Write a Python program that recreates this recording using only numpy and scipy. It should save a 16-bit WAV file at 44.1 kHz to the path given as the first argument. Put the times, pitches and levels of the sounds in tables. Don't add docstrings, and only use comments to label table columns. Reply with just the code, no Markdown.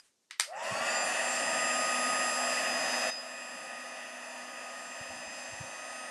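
import sys
import numpy as np
from scipy import signal
from scipy.fft import rfft, irfft
from scipy.io import wavfile
from scipy.ndimage import uniform_filter1d, map_coordinates

SR = 44100
rng = np.random.default_rng(int(sys.argv[2]) if len(sys.argv) > 2 else 0)


def rack_gain(trim_db):
    fader = np.asarray(trim_db, float)
    return 10 ** (fader / 20)


def store_pcm(level_fs):
    pcm = np.round(np.clip(level_fs, -1, 1) * 32767).astype(np.int16)
    wavfile.write(sys.argv[1], SR, np.atleast_2d(pcm).T)


N = 269010

# pitch_hz, level_db (per Hz)
ROOM_TONE = [(35, -60), (60, -18), (208, 1), (359, 3), (461, 0), (811, -5), (1880, -13), (6370, -3),
             (13400, -19)]
# start_s, level_db
RUSTLE = [
    (0, -60.5),
    (.02, -70),
    (.06, -66),
    (.14, -82),
    (.2, -85),
    (.24, -78),
    (.28, -88),
    (6.1, -90),
]
# start_s, peak_db, pitch_hz, length_s
PUFFS = [(0.703, -33.5, 120, 0.047), (0.753, -47, 90, 0.1), (1.868, -59, 80, 0.09), (2.023, -68, 70, 0.066),
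         (2.52, -66, 90.1, 0.064), (2.782, -64, 80, 0.17), (4.716, -58, 80, .12), (5, -28.5, 117, 0.027),
         (5.04, -54, 50, 0.042), (5.074, -41, 89, 0.074), (5.137, -48, 80, 0.081), (5.245, -46, 60, 0.073),
         (5.3, -58.5, 55, .2), (5.47, -47, 80.4, .05), (5.53, -47, 60, .07), (5.7, -60, 55, .2),
         (5.513, -29, 119.4, 0.038), (5.598, -24.5, 122, 0.026), (5.624, -31, 120, 0.036),
         (5.668, -42, 129.3, 0.028), (5.77, -62, 60, .06), (5.904, -47, 89.9, 0.03)]
# start_s, peak_db, echo_db, low_edge_hz, dull_above_hz
SWITCH = [
    (0.3, -71, -2, 1000, 3000),
    (0.3085, -38, -5, 1120, 3600),
    (.393, -50, -30, 500, 6000),
    (0.397, -18.5, -10.5, 447, 11000),
    (0.4061, -26.5, -5, 910, 6100),
]
# pitch_hz, width_hz, level_db
SWITCH_BODY = [(1330, 200, -12.5), (2080, 650, 2.5), (3000, 290, -6), (3600, 810, -6.5), (4800, 1000, 1.5),
               (6000, 1500, -8), (7500, 630, -4), (8500, 600, 3), (11200, 700, -29)]
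# pitch_hz, level_db (per Hz)
BARREL = [(50, -125), (110, -91), (170, -83), (250, -73), (330, -78), (485, -82.5), (515, -69),
          (680, -64.5), (900, -73.5), (1500, -70.5), (1900, -66.5), (2230, -80), (2600, -67.5), (3050, -79)]
# pitch_hz, level_db (per Hz)
NOZZLE = [(3050, -78), (3600, -81), (3950, -90), (4750, -77), (5700, -84), (6100, -84), (6450, -86),
          (7200, -81), (7900, -79), (8350, -90), (8900, -80.5), (9500, -91), (10000, -85.5), (11800, -98),
          (13300, -100)]
# pitch_hz, width_hz, lift_db
STANDING = [(539.6, 8.3, 6.5), (586.5, 19, 1.5), (640, 16.3, 6.5), (671.4, 3.5, 7.5), (774.3, 24.6, 6.5),
            (835, 16, 8), (937, 6.2, 15), (1006, 41, -3), (1094, 8.4, 8), (1147, 9.2, 3), (1448, 34, -7),
            (1475, 7.1, 2), (1562, 64, -7.5), (1725, 51, 3), (1700, 8.6, -34), (1925, 20, 5.5),
            (1940, 33, -7), (1864, 28, 6), (1963, 62, 7.5), (2100, 31, -3.5), (2230, 30, 1), (2500, 15, -6),
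            (2598, 11.5, 7.5), (2820, 46, 4), (6500, 170, -3), (7900, 280, -2.5), (9400, 220, -3),
            (13000, 170, 8)]
# speed_power (exponent), level_db, nearness_share (0 to 1)
FLOW_LAW = [
    (5, -.5, .1),
    (3.37, 0.48, 0.82),
    (4.3, 0.8, 0.65),
    (3.4, -1, 0.86),
]
# time_s, level_db
NEARNESS = [
    (.6, 6.5),
    (.75, 5),
    (.95, 3.5),
    (1.3, 2.1),
    (2.1, 0.9),
    (3.1, .1),
    (4.1, -1),
    (6.1, -1),
]
# above_hz, start_s
SETS_IN = [(1530, 0.524), (2300, 0.533), (2950, 0.59), (3800, 0.63), (5000, 0.565), (6800, 0.555),
           (8200, 0.62), (9600, 0.63)]
# time_s, speed (turns per s)
RUNNING = [
    (.9, 249),
    (1.25, 248.2),
    (1.75, 248.4),
    (2.2, 248.8),
    (2.95, 249.6),
    (3.45, 249.1),
    (3.8, 248),
    (4.55, 248),
    (5.1, 249.3),
    (6.1, 251.2),
]
# shaft_multiple, level_db
MAIN_TONES = [(5, -80), (6, -53), (15, -64.5), (25, -56), (35, -62), (20, -80), (30, -59), (36, -68),
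              (40, -56.5), (45, -68.5)]
# shaft_multiple, lifted_db, at_paper_db
SIDE_TONES = [(1, -51.5, -51), (2, -54, -57), (3, -53, -56), (4, -59, -52), (7, -48, -48), (8, -59, -56),
              (10, -47, -45), (11, -62, -63), (19, -55, -54), (21, -65, -60), (22, -60, -60),
              (27, -58, -66), (28, -55, -58), (29, -47, -50), (31, -59, -66), (32, -57, -60),
              (41, -65, -60), (42, -65, -61), (44, -62, -61), (48, -70, -70), (50, -74, -69)]
# shaft_multiple, centre_s, peak_db, half_length_s
BLADE_SWELLS = [(5, .515, -44, .03), (5, .565, -45, .03), (5, .62, -42, .03), (5, .69, -44, .035),
                (5, .744, -41.5, .04), (5, .827, -41, .032), (5, .974, -42, .078), (5, 1.273, -50, .064),
                (5, 2.019, -36.5, .629), (5, 3.655, -41.5, .473), (5, 4.724, -42, .444),
                (5, 5.967, -41, .291), (6, .78, -48, .05), (6, .97, -45, .09), (15, .947, -56, .068),
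                (15, 3.04, -54.3, .3), (15, 3.9, -63, .4), (15, 5.684, -59, .8), (25, 1.083, -53, .1),
                (25, 1.9, -50.5, .83), (25, 2.983, -49.2, .253), (25, 4.1, -51, .714),
                (25, 5.593, -46.2, .689), (35, 1.3, -55, .12), (35, 2.7, -63, .4), (35, 4.945, -52.5, .634),
                (35, 6.1, -46.5, .4), (45, 2.4, -57, 1.2), (35, .75, -56, .06), (25, .68, -58, .06)]
# shaft_multiple, centre_s, peak_db, half_length_s
BRUSH_SWELLS = [(20.0, 0.778, -42, 0.024), (20.0, 0.973, -42.5, 0.094), (20.0, 1.58, -49, 0.34),
                (20.0, 2.88, -41, 1.35), (20.0, 4.52, -52, 0.266), (20.0, 5.267, -43.0, 0.43),
                (20.0, 6.017, -47, 0.18), (30.0, 0.976, -35.5, 0.088), (30.0, 1.3, -42, 0.087),
                (30.0, 1.66, -40.5, 0.284), (30.0, 2.32, -42.5, 0.31), (30.0, 3.41, -46.5, 0.33),
                (30.0, 4.87, -48, 0.15), (30.0, 5.4, -47.5, 0.37), (36.0, 1.067, -48, 0.032),
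                (36.0, 1.403, -55, 0.34), (36.0, 1.62, -50, 0.99), (36.0, 3.7, -56, 0.56),
                (40.0, 1.067, -46, 0.051), (40.0, 1.205, -49, 0.064), (40.0, 2.02, -46.4, 0.48),
                (40.0, 3.7, -54.5, 0.81)]
# time_s, rush_db, loudest_whine_db, lesser_whines_db
SUPPRESS = [
    (0, -1.5, -2, -0.5),
    (3.098, 0.5, 1, -1),
    (3.11, -10.5, 1, 0),
    (3.14, -10.7, 2.5, -8),
    (3.16, -11.5, -1, -11),
    (3.2, -10.5, -1.5, -17),
    (3.23, -10.5, -12, -11.5),
    (6.1, -10, -11, -11),
]
# low_hz, high_hz
LOUDEST_BAND_HZ = (4880, 5100)
LESSER_HZ = (3742, 6238)
# above_hz, threshold (of slow chance, spread about 1)
TOP_DROPS = [(12300, -1.3), (12800, .2), (13150, 1.2)]

ROOM_TONE_DB = -76.5
SWITCH_T60_S, BURST_S = 0.21, 0.0022
SET_IN_S, BEFORE_DB = 0.01, -9.5
MOTOR_ON_S, SPIN_UP_S = .385, .162
SMEAR = .03
MAINS_RIPPLE_HZ, RIPPLE_TURNS = 100, .001
FAINT_DB, FAINT_SCATTER_DB, FAINT_FALL_DB = -64, 1.5, 4.5
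PATCHY = .15
MIC_EDGE_HZ = 13900


def in_time(rows):
    s, *columns = np.transpose(rows)
    return [np.interp(np.arange(N) / SR, s, c) for c in columns]


def bins_hz():
    return np.arange(N // 2 + 1) * SR / N + 1e-3


def at_hz(points):
    points = np.array(points)
    return np.interp(np.log(bins_hz()), np.log(points[:, 0]), points[:, 1])


def above(x, hz, width_hz):
    return irfft(rfft(x) * np.clip((bins_hz() - hz) / width_hz + .5, 0, 1), N)


def band(x, low_hz, high_hz, width_hz):
    return above(x, low_hz, width_hz) - above(x, high_hz, width_hz)


def noise(colour_db):
    return irfft(rfft(rng.standard_normal(N)) * rack_gain(colour_db), N) * np.sqrt(SR / 2)


def rms_one(x):
    return x / np.sqrt(np.mean(x ** 2))


def drift(rate):
    knots = rng.standard_normal(400)
    return map_coordinates(knots, [np.arange(N) / SR * rate], order=3, mode="wrap")


def resonate(x, hz, width_hz):
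    r = np.exp(-np.pi * width_hz / SR)
    poles = [1, -2 * r * np.cos(2 * np.pi * hz / SR), r * r]
    return signal.lfilter(np.array([1, 0, -1]) * (1 - r * r) / 2, poles, x)


def room():
    t = np.arange(N) / SR
    tone_bed = rack_gain(ROOM_TONE_DB) * rms_one(noise(at_hz(ROOM_TONE)))
    rustle = rms_one(noise(at_hz([(500, -14), (1800, -4), (5000, -9), (9000, -4), (13000, -22)])))
    ring = rack_gain(-46 - 60 * t / 0.039) * np.sin(2 * np.pi * 4943 * t)
    return tone_bed + rack_gain(in_time(RUSTLE)[0]) * rustle + ring


def puffs():
    out = np.zeros(N)
    t = np.arange(SR // 4) / SR
    for s, peak_db, hz, length in PUFFS:
        progress = np.minimum(t / length, 1)
        swing = np.sin(2 * np.pi * hz * t * (1 - 0.037 * progress) + 6 * rng.random())
        lumpy = rms_one(resonate(resonate(rng.standard_normal(len(t)), hz, hz), hz, hz))
        rough = np.clip(length / 0.054, 0, 1)
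        lump = np.sin(np.pi * progress) ** 2 * ((1 - rough) * swing + 0.35 * rough * lumpy)
        start = round(s * SR)
        out[start:][:len(t)] += (rack_gain(peak_db) * lump)[:N - start]
    return out


def switch():
    out = np.zeros(N)
    t = np.arange(SR // 2) / SR
    for s, peak_db, echo_db, low_hz, dull_hz in SWITCH:
        rattle = rng.standard_normal(len(t))
        body = sum(rack_gain(db) * resonate(rattle, hz, width) for hz, width, db in SWITCH_BODY) + 0.14 * rattle
        body = signal.sosfilt(signal.butter(4, low_hz, "high", fs=SR, output="sos"), body)
        echo = rms_one(signal.sosfilt(signal.butter(2, dull_hz, fs=SR, output="sos"), body))
        crack_edge_hz = min(1.1 * dull_hz, 15000)
        crack = rms_one(signal.sosfilt(signal.butter(1, crack_edge_hz, fs=SR, output="sos"), body))
        snap = t / BURST_S * np.exp(1 - (t / BURST_S) ** 2) * crack
        snap += rack_gain(echo_db - 60 * t / SWITCH_T60_S) * np.minimum(t / BURST_S, 1) * echo
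        out[round(s * SR):][:len(t)] += rack_gain(peak_db) * snap
    return out


def rush(turns, speed):
    lifts = sum(db / (1 + (2 * (bins_hz() - hz) / width) ** 2) for hz, width, db in STANDING)
    air = noise(at_hz(BARREL[:-1] + NOZZLE) + lifts)
    above_low, above_middle, hiss = above(air, 360, 60), above(air, 1550, 400), above(air, 3750, 400)
    speed_db = 20 * np.log10(speed / in_time(RUNNING)[0])
    near_db = in_time(NEARNESS)[0]
    rumble_db, low_db, middle_db, high_db = (power * speed_db + db + share * near_db
                                             for power, db, share in FLOW_LAW)
    throb = 1 + 0.22 * np.cos(2 * np.pi * turns)
    rumble = rack_gain(rumble_db + 2.0 * drift(7)) * (air - above_low)
    low = rack_gain(low_db + .5 * drift(9.7)) * (above_low - above_middle)
    middle = rack_gain(middle_db + 0.68 * drift(12)) * (above_middle - hiss)
    return rumble + low + middle + rack_gain(high_db + 1.3 * drift(11)) * throb * hiss


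def tone(turns, multiple, level_db, waver_db):
    phase = 2 * np.pi * (multiple * turns + rng.random())
    flutter_db = waver_db * drift(11) + 1.2 / multiple * drift(30)
    return np.sqrt(2) * rack_gain(level_db + flutter_db) * np.sin(phase)


def swelling_db(multiple, rest_db):
    t = np.arange(N) / SR
    bells = (rack_gain(db) * np.exp(-((t - s) / half) ** 2)
             for k, s, db, half in BLADE_SWELLS + BRUSH_SWELLS if round(k) == multiple)
    return 20 * np.log10(rack_gain(rest_db) + sum(bells))


def whine(turns, speed):
    t = np.arange(N) / SR
    turns = turns + RIPPLE_TURNS * np.sin(2 * np.pi * MAINS_RIPPLE_HZ * t)
    load_db = 150 * np.log10(speed / speed[-1])
    strong = 0
    for multiple, rest_db in MAIN_TONES:
        level_db = swelling_db(multiple, rest_db + load_db)
        if multiple > 7:
            level_db = level_db + load_db * np.abs(drift(35))
        strong += tone(turns, multiple, level_db, 0.69)

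    named = {row[0] for row in MAIN_TONES + SIDE_TONES}
    faint = []
    for multiple in range(1, 52):
        if multiple not in named:
            db = FAINT_DB - FAINT_FALL_DB * max(multiple - 44, 0) + FAINT_SCATTER_DB * rng.standard_normal()
            faint.append((multiple, db, db))
    aimed = np.clip((t - 2.7) / .9, 0, 1)
    weak = 0
    for multiple, early_db, late_db in SIDE_TONES + faint:
        patches_db = min(0.18 * multiple, 1.8) * drift(1.68) - PATCHY * load_db * drift(28.2)
        level_db = early_db + (late_db - early_db) * aimed + load_db + patches_db - 1.0
        weak += tone(turns, multiple, level_db, 1.63)
    return np.clip((t - .435) / 0.043, 0, 1) * (strong + weak)


def setting_in(gun):
    t, out, below_db = np.arange(N) / SR, gun, 0
    for hz, s in SETS_IN:
        gain = rack_gain(BEFORE_DB * np.clip((s - t) / SET_IN_S + .5, 0, 1))
        out = out + (gain - rack_gain(below_db)) * above(gun, hz, 150)
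        below_db = 20 * np.log10(gain)
    return out


def scene():
    running_s = np.maximum(np.arange(N) / SR - MOTOR_ON_S, 1e-4)
    speed = in_time(RUNNING)[0] * (1 - np.exp(-running_s / SPIN_UP_S))
    unsteady = 0.00033 + SMEAR * (1 - speed / speed[-1]) ** 1.402
    turns = np.cumsum(speed * (1 + unsteady * drift(40.27))) / SR
    gun = setting_in(rush(turns, speed) + whine(turns, speed))
    return (gun + switch() + puffs() + room())[None]


def suppress(x):
    rush_db, spared_db, lesser_db = in_time(SUPPRESS)
    spared = band(x, *LOUDEST_BAND_HZ, 60)
    lesser = sum(band(x, hz - 60, hz + 60, 40) for hz in LESSER_HZ)
    rest = x - spared - lesser
    return rack_gain(rush_db) * rest + rack_gain(spared_db) * spared + rack_gain(lesser_db) * lesser


def ragged_top(x):
    chance, out = drift(14), x
    for hz, threshold in TOP_DROPS:
        dropped = uniform_filter1d(1. * (chance + .7 * drift(30) < threshold), size=512)
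        out = out - dropped * above(out, hz, 30)
    return out


def low_pass(x):
    return signal.sosfilt(signal.butter(12, 13600, fs=SR, output="sos"), x)


def record(dry):
    x = suppress(dry[0])
    x = signal.sosfilt(signal.cheby2(10, 50, MIC_EDGE_HZ, fs=SR, output="sos"), x)
    return low_pass(ragged_top(x)[None])


dry = scene()
out = record(dry)
store_pcm(out)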